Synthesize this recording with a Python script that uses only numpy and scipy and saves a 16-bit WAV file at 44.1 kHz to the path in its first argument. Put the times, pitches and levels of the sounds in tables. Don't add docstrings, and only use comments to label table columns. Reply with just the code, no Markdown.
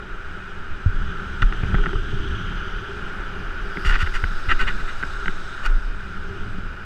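import sys
import numpy as np
from scipy import signal
from scipy.fft import rfft, irfft
from scipy.io import wavfile
from scipy.ndimage import uniform_filter1d

SR = 44100
rng = np.random.default_rng(int(sys.argv[2]) if len(sys.argv) > 2 else 0)


def dump(signal):
    limited = np.clip(np.atleast_2d(signal).T, -1, 1)
    pcm = np.round(limited * 32767).astype(np.int16)
    wavfile.write(sys.argv[1], SR, pcm)


N = 302084

# time_s, whistle_db, road_hiss_db
WIND_AND_ROAD = [(0.0, -40, -46.5), (0.36, -38, -45.5), (0.61, -39, -46.5), (1.2, -35, -45),
                 (1.47, -37, -44.5), (1.7, -34.5, -41), (1.98, -37.5, -46.5), (2.3, -35, -44.5),
                 (2.65, -34, -43.5), (2.8, -36, -45.5), (3.1, -34.5, -42), (3.45, -36, -42.5),
                 (3.75, -33.5, -43.5), (4.3, -35, -44.5), (4.7, -34.5, -43), (5.04, -37, -42.5),
                 (5.19, -34, -44), (5.49, -37, -45.5), (5.65, -33, -43), (5.8, -39, -46),
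                 (6.85, -39.5, -46)]


def mount_sway(t):
    # start_s, hold_s, level_db, fade_db_per_s, pitch_hz
    swings = [(0.29, .02, -41, 80, 27.8), (0.74, 0.0092, -29, 500, 28.65), (0.88, 0.011, -19, 247, 31.1),
              (0.98, 0.026, -17, 402, 31.2), (1.16, 0.026, -31, 62, 30.4), (1.45, 0.011, -9.5, 290, 31.14),
              (1.58, 0.018, -23, 56, 28.8), (1.77, 0.039, -14, 188, 26.98), (1.95, .02, -18.5, 110, 27.1),
              (2.13, 0.059, -21.5, 170, 27.32), (2.29, 0.0091, -23, 170, 26.5),
              (2.44, 0.011, -29, 60, 26.4), (2.56, 0.0098, -23.5, 200, 26.5),
              (2.76, 0.0086, -23, 400, 26.9), (3.43, .01, -40, 280, 30.9), (3.76, 0.0084, -36, 120, 26.78),
              (3.89, 0.0091, -11, 230, 27.3), (3.96, .02, -20, 84, 28.7), (4.17, 0.036, -23, 51, 28.6),
              (4.27, .01, -18.5, 190, 29.96), (4.5, .14, -21, 64, 30.34), (4.69, .01, -23, 220, 29.9),
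              (4.83, 0.012, -24, 500, 26), (5.02, 0.011, -35, 220, 29.8), (5.23, 0.0078, -30, 180, 32.1),
              (5.69, 0.082, -13, 600, 26.36), (5.86, 0.011, -20, 110, 26.45), (6.41, 0.007, -39, 200, 26.5),
              (6.54, .01, -30, 60, 26.14)]
    # start_s, hold_s, level_db, fade_db_per_s
    nods = [(0.27, .01, -29, 400), (0.88, .01, -22, 200), (0.95, 0.087, -21.5, 400), (1.53, .01, -28, 280),
            (1.77, .02, -20.5, 72), (1.96, .02, -27, 90), (2.21, 0.0095, -32, 400), (3.28, 0.019, -29, 300),
            (3.5, 0.067, -28.5, 200), (3.7, .01, -27, 300), (3.93, .01, -14, 110), (4.14, 0.025, -19, 280),
            (4.37, 0.0091, -17, 200), (4.5, 0.21, -16.5, 290), (4.83, .03, -20.5, 138),
            (4.96, 0.0085, -20.5, 250), (5.06, 0.0092, -26.5, 70), (5.28, .01, -18, 65),
            (5.61, 0.061, -24.5, 320), (5.91, 0.011, -26, 64), (6.18, 0.0085, -23.5, 125),
            (6.41, 0.0053, -21.5, 400), (6.54, 0.0094, -21.5, 180)]
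    sway_gain = jolt_gain(swings, t, rise_db_per_s=334, rest_db=-37.5)
    heave_gain = jolt_gain(nods, t, rise_db_per_s=300, rest_db=-35)
    wander = slow_drift(3000)
    sway_hz = curves(swings, t)[-1] * (1 + 0.1218 * wander)
    heave_hz = 11.0 * (1 + 0.302 * wander[::-1])
    sway = np.sin(2 * np.pi * (np.cumsum(sway_hz) / SR + rng.random()))
    heave = np.sin(2 * np.pi * (np.cumsum(heave_hz) / SR + rng.random()))
    return np.sqrt(2) * (sway_gain * sway + heave_gain * heave)


def jolt_gain(jolts, t, rise_db_per_s, rest_db):
    level = gain_of(rest_db + 5.5 * slow_drift(2500))
    for start_s, hold_s, db, fade_db_per_s, *_ in jolts:
        before_db = rise_db_per_s * np.maximum(start_s - t, 0)
        after_db = fade_db_per_s * np.maximum(t - start_s - hold_s, 0)
        level = np.maximum(level, gain_of(db - before_db - after_db))
    return uniform_filter1d(level, size=900)


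def glove_knocks(mix):
    # start_s, snap_peak_db, bright_db_per_octave, blow_ms, thud_vs_snap_db, pitch_factor
    knocks = [(1.4272, -10, -15, 1, -15, .9), (1.5245, -18, -5, 0.29, -14, .92),
              (1.6335, -23.5, 0, 0.97, 1.5, 0.82), (1.7226, -29, -7, 0.4, -8, 0.93),
              (1.7437, -15.5, -14, 0.32, -2.5, 0.89), (1.75, -15, -10, 0.83, -19, 0.96),
              (1.783, -22, -20, 0.23, -5, .88), (1.8379, -21, -2, 0.4, -10, .92),
              (1.8589, -14.5, -11, 0.53, -20, 0.89), (1.8649, -16.5, -3, 0.49, -5, 0.91),
              (1.8915, -22, -16, 0.46, -7, 0.94), (1.931, -24, -18, 0.68, -4, 0.94),
              (1.955, -22.5, -17, 0.66, -5, .86), (3.7711, -18, -27, 1, -6, 0.98),
              (3.8486, -15.5, -3, 0.4, -14, 0.97), (4.0722, -15, -8, 0.63, -16, 0.96),
              (4.2391, -13, -1, 0.19, -12, 1.0), (5.0273, -17, 1, 0.66, -9, 0.99),
              (5.0344, -14.5, -25, 0.51, -19, 0.99), (5.2579, -17, -4, 0.35, -12, 0.98),
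              (5.28, -11.5, -2, 0.63, -12.5, 1.0)]
    for start_s, db, bright_db, blow_ms, thud_db, pitch_factor in knocks:
        blow = rng.standard_normal(300) * np.exp(-np.arange(300) / SR * 1000 / blow_ms)
        blow[0] += 4.5
        snap_peak = abs(shell_ring(blow, bright_db, -100, pitch_factor)).max()
        add(mix, start_s, gain_of(db) * shell_ring(blow, bright_db, thud_db, pitch_factor) / snap_peak)


def helmet_thumps(mix):
    # start_s, peak_db, pitch_hz, ring_s (time to fade by 60 dB)
    thumps = [(0.86, -7, 92, 0.12), (1.423, -13.5, 89, 0.081), (1.632, -14.5, 104, 0.058),
              (1.731, -15, 68, 0.083), (1.744, -8, 130, 0.024), (1.951, -19, 84, 0.12),
              (2.13, -21, 125, 0.17), (3.764, -45, 75, 0.076), (3.858, -16.5, 65.3, 0.21),
              (4.028, -13.5, 76, 0.12), (4.235, -14.5, 69, 0.1), (4.481, -16.5, 67.8, 0.089),
              (4.657, -20, 67.1, 0.068), (5.028, -34, 121.6, 0.07), (5.269, -32, 69.4, 0.11),
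              (6.583, -26, 230, 0.018)]
    t = np.arange(SR // 4) / SR
    for start_s, db, hz, ring_s in thumps:
        shape = (1 - np.exp(-t / 0.0014)) * gain_of(-60 * t / max(ring_s, .02))
        tone = np.sin(2 * np.pi * hz * t * (1 - t))
        add(mix, start_s, gain_of(db) * shape / shape.max() * tone)


def glove_rubs(mix):
    # start_s, length_s, firmest_at (0 to 1), level_db, bright_db_per_octave, rasp_vs_ring_db
    rubs = [(1.418, 0.018, 0.18, -21.5, 7, -33.5), (3.844, 0.056, 0.46, -27, 8.5, -15),
            (3.887, 0.047, 0.19, -20.5, 3, -21.5), (3.916, 0.06, 0.69, -22.5, 6.5, -35),
            (3.986, 0.05, 0.76, -24.5, 6, -20), (4.056, .02, 0.99, -27, 0, -33),
            (4.135, 0.049, .45, -25, 4.5, -19.5), (4.483, 0.054, 0.68, -16.5, 3, -33),
            (4.588, 0.059, 0.41, -20.5, 4, -26), (4.667, 0.045, 0.353, -21.5, 4.5, -31),
            (4.792, 0.032, 0.38, -33, 2, -22), (4.874, 0.042, 0.33, -25.5, 0.5, -32),
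            (5.627, 0.031, 1, -32.5, 7, -18), (5.651, 0.023, 0.56, -23, 7, -17.5)]
    # pitch_hz, level_db
    rasp_tone = [(3000, -27), (4500, 3), (6000, 2), (8500, -4.5), (11000, -20), (13000, -11), (15000, -24)]
    draws, slips_per_s = SR // 10, 6000
    for start_s, length_s, firmest_at, db, bright_db, rasp_db in rubs:
        progress = np.arange(0, 1, 1 / (SR * length_s))
        n = len(progress)
        sizes = rng.standard_normal(draws) * gain_of(2 * np.minimum(rng.exponential(1, draws), 3))
        slips = (sizes * (rng.random(draws) < slips_per_s / SR))[:n]
        press_db = np.interp(progress, [0, np.clip(firmest_at, .05, .95), 1], [-7.5, 0, -13.5])
        stroke = gain_of(db + press_db) * signal.windows.tukey(n, .15)
        steady_level = np.sqrt(np.sum(shell_ring(slips, 0, -100, 1) ** 2) / n)
        ring = shell_ring(slips * stroke, bright_db, thud_db=-17, pitch_factor=0.95)
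        rasp = irfft(rfft(slips) * gain_of(db_at(rasp_tone, np.fft.rfftfreq(n, 1 / SR))), n)
        add(mix, start_s, ring / steady_level)
        add(mix, start_s, gain_of(rasp_db) * stroke * unit_level(rasp))


def shell_ring(push, bright_db, thud_db, pitch_factor):
    # pitch_hz, level_db, ring_s (time to fade by 60 dB)
    shell_tones = [(193.4, 1, 0.045), (278.5, 2, 0.03), (373, -1, 0.035), (930, 1.5, 0.014),
                   (1442, 2, 0.019), (1552, 13.5, 0.018), (1861, 4, 0.015), (1982, 11.5, 0.012),
                   (2350, -4, 0.0092), (2650, 5.5, 0.01), (2920, -1, 0.019), (3485, -6.5, 0.011),
                   (5040, -9.5, 0.0034), (6070, -27, 0.015), (8200, -34, .004), (11400, -36.5, 0.0021)]
    t, snap, thud = np.arange(2600) / SR, 0, 0
    push = np.pad(push, (0, len(t)))
    for hz, db, ring_s in shell_tones:
        rise = (1 - np.exp(-1.5 * hz * t)) ** 2
        tone = rise * gain_of(db - 60 * t / ring_s) * np.sin(2 * np.pi * hz * pitch_factor * t)
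        if hz < 1000:
            thud += signal.oaconvolve(abs(push), tone)[:len(push)]
        else:
            lift = gain_of(bright_db * max(np.log2(hz / 1450), 0))
            snap += signal.oaconvolve(push * lift, tone)[:len(push)]
    snap = signal.sosfilt(signal.butter(4, 1100, "high", fs=SR, output="sos"), snap)
    return snap + gain_of(thud_db) * abs(snap).max() * thud / abs(thud).max()


def case_wind(t):
    # pitch_hz, width_hz, level_db
    air_peaks = [(1406, 113, 7.5), (1494, 203, 3.5), (1770, 300, -16)]
    # pitch_hz, width_hz, level_db
    wall_peaks = [(397.2, 12.3, -1), (357, 23.4, -9)]
    # pitch_hz, level_db
    buffet_tone = [(26, -26), (50, -13), (57, 1.5), (67, 4.5), (80, -6.5), (97, -1), (125, -8), (160, -9.5),
                   (187, -3), (215, -11), (250, -13.5), (302, -13), (320, -9), (420, -48), (700, -120)]
    # time_s, buffet_db, drone_db
    rumble_levels = [(0.0, -41, -48), (0.6, -40, -48.5), (0.88, -39, -51), (1.05, -31.5, -45),
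                     (1.25, -36, -43), (1.5, -34, -47), (1.72, -28.5, -36.5), (1.95, -37, -36.5),
                     (2.1, -31.5, -41), (2.25, -28.5, -40.5), (2.54, -33, -43.5), (2.9, -37.5, -41.5),
                     (3.15, -36.5, -46.5), (3.5, -35, -45.5), (3.8, -36.5, -43), (4.1, -42.5, -49),
                     (4.48, -39.5, -48), (4.71, -38, -45), (5.0, -39, -50.5), (5.19, -41.5, -45),
                     (5.75, -39, -52.5), (6.0, -37.5, -49.5), (6.35, -37, -44.5), (6.85, -38.5, -52.5)]
    whistle_db, _ = curves(WIND_AND_ROAD, t)
    buffet_db, drone_db = curves(rumble_levels, t)
    buffet_colour = lambda hz: gain_of(db_at(buffet_tone, hz)) * (hz > 40) / (1 + (hz / 330) ** 4)
    whistle = noise(peaks(air_peaks), patchy_db=0.5, flicker_db=0.5)
    drone = noise(peaks(wall_peaks), patchy_db=0.5, flicker_db=1.6, size=2048)
    buffet = noise(buffet_colour, patchy_db=1.5, flicker_db=-0.74, size=4096)
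    return gain_of(whistle_db) * whistle + gain_of(drone_db) * drone + gain_of(buffet_db) * buffet


def road_hiss(t):
    # pitch_hz, level_db
    hiss_tone = [(500, 0.5), (900, -5.5), (1150, -3.5), (2200, -4.5), (3000, -10.5), (4400, -22),
                 (6800, -32.5), (9000, -36.5), (12000, -39), (15500, -49)]
    # pitch_hz, width_hz, lift_db
    boosts = [(874, 85, 7.5), (2460, 120, 9), (2880, 77, 17), (4880, 190, 10), (6000, 600, 6.5),
              (7200, 370, 6), (13600, 700, 5)]
    _, hiss_db = curves(WIND_AND_ROAD, t)
    lift_db = lambda hz: sum(db / (1 + (2 * (hz - pitch) / width) ** 2) for pitch, width, db in boosts)
    colour = lambda hz: gain_of(db_at(hiss_tone, hz) + lift_db(hz)) * (hz > 200)
    return gain_of(hiss_db) * noise(colour, patchy_db=0.8, flicker_db=0.3)


def visor_wind(t):
    # pitch_hz, width_hz, level_db
    edge_peaks = [(3095, 330, -0.5), (6020, 400, -19.5)]
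    # time_s, level_db
    edge_levels = [(0.0, -57), (0.88, -57), (1.05, -50.5), (2.25, -44.5), (2.75, -45), (3.13, -53.5),
                   (3.5, -50.5), (3.83, -53), (4.03, -44), (4.21, -54), (5.04, -64), (5.19, -54),
                   (5.65, -55), (5.9, -61), (6.4, -55), (6.85, -64)]
    # pitch_hz, width_hz, level_db
    slit_peaks = [(3687, 375, 12), (5380, 180, 3.5), (6350, 580, -0.5), (7900, 510, -2),
                  (10300, 440, -12.5)]
    # time_s, level_db
    slit_levels = [(0.0, -60.5), (0.9, -59.5), (1.2, -55.5), (2.3, -55.5), (2.72, -61), (2.98, -55),
                   (3.45, -60.5), (4.1, -51), (5.0, -49.5), (5.5, -50), (5.8, -56), (6.5, -58), (6.85, -63)]
    edge = noise(peaks(edge_peaks), patchy_db=2.1, flicker_db=-0.5)
    slit = noise(peaks(slit_peaks), patchy_db=1.5, flicker_db=0.6)
    return gain_of(curves(edge_levels, t)[0]) * edge + gain_of(curves(slit_levels, t)[0]) * slit


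def tyre_spray(t):
    # pitch_hz, width_hz, level_db
    spray_peaks = [(4830, 520, 1.5), (9200, 670, -20), (10740, 2400, -21.5), (13600, 400, -18.5)]
    # time_s, level_db
    own_levels = [(0.0, -69), (0.8, -67), (1.25, -63), (2.0, -61.5), (2.75, -61), (3.4, -65), (6.85, -80)]
    alongside_s, alongside_db, side_m = 3.86, -52, 3.1
    van_m_per_s = np.where(t < alongside_s, 33, 4.5)
    ahead_m = van_m_per_s * (t - alongside_s)
    van_gain = gain_of(alongside_db) * side_m / np.hypot(side_m, ahead_m)
    own_gain = gain_of(curves(own_levels, t)[0])
    return np.hypot(own_gain, van_gain) * noise(peaks(spray_peaks), patchy_db=1.5, flicker_db=1.0)


def noise(colour, patchy_db, flicker_db, size=512):
    hz, frames = np.fft.rfftfreq(size, 1 / SR), 4 * N // size + 5
    real, imag, patches = rng.standard_normal((frames, len(hz), 3)).T
    patches = unit_level(uniform_filter1d(uniform_filter1d(patches, size=9, axis=0), size=7, axis=1))
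    flicker = unit_level(uniform_filter1d(rng.standard_normal(frames), size=4))
    unevenness = gain_of(patchy_db * patches + flicker_db * flicker)
    spectrum = (real + 1j * imag) * colour(hz)[:, None] * unevenness
    return unit_level(signal.istft(spectrum, nperseg=size, noverlap=3 * size // 4)[1][:N])


def peaks(rows):
    return lambda hz: np.sqrt(sum((gain_of(db) / (1 + ((hz - pitch) / width) ** 2)) ** 2
                                  for pitch, width, db in rows))


def slow_drift(size):
    return unit_level(uniform_filter1d(uniform_filter1d(rng.standard_normal(N), size), size))


def gain_of(db):
    return 10 ** (np.asarray(db) / 20)


def unit_level(x):
    return x / np.sqrt(np.mean(x ** 2) + 1e-20)


def db_at(points, hz):
    pitches, levels = np.transpose(points)
    return np.interp(np.log(hz + 1), np.log(pitches + 1), levels)


def curves(rows, t):
    times, *columns = np.transpose(rows)
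    return [np.interp(t, times, column) for column in columns]


def add(mix, start_s, sound):
    part = mix[round(start_s * SR):][:len(sound)]
    part += sound[:len(part)]


def scene():
    t = np.arange(N) / SR
    mix = case_wind(t) + road_hiss(t) + visor_wind(t) + tyre_spray(t) + mount_sway(t)
    glove_knocks(mix)
    helmet_thumps(mix)
    glove_rubs(mix)
    return mix[None]


def record(dry):
    case_hz, camera_hz = 13800, 15200
    dulled = signal.sosfilt(signal.butter(4, case_hz, fs=SR, output="sos"), dry)
    top_cut = signal.firwin(511, camera_hz, window=("kaiser", 9), fs=SR)
    return signal.oaconvolve(dulled, top_cut[None], "same")


dry = scene()
out = record(dry)
dump(out)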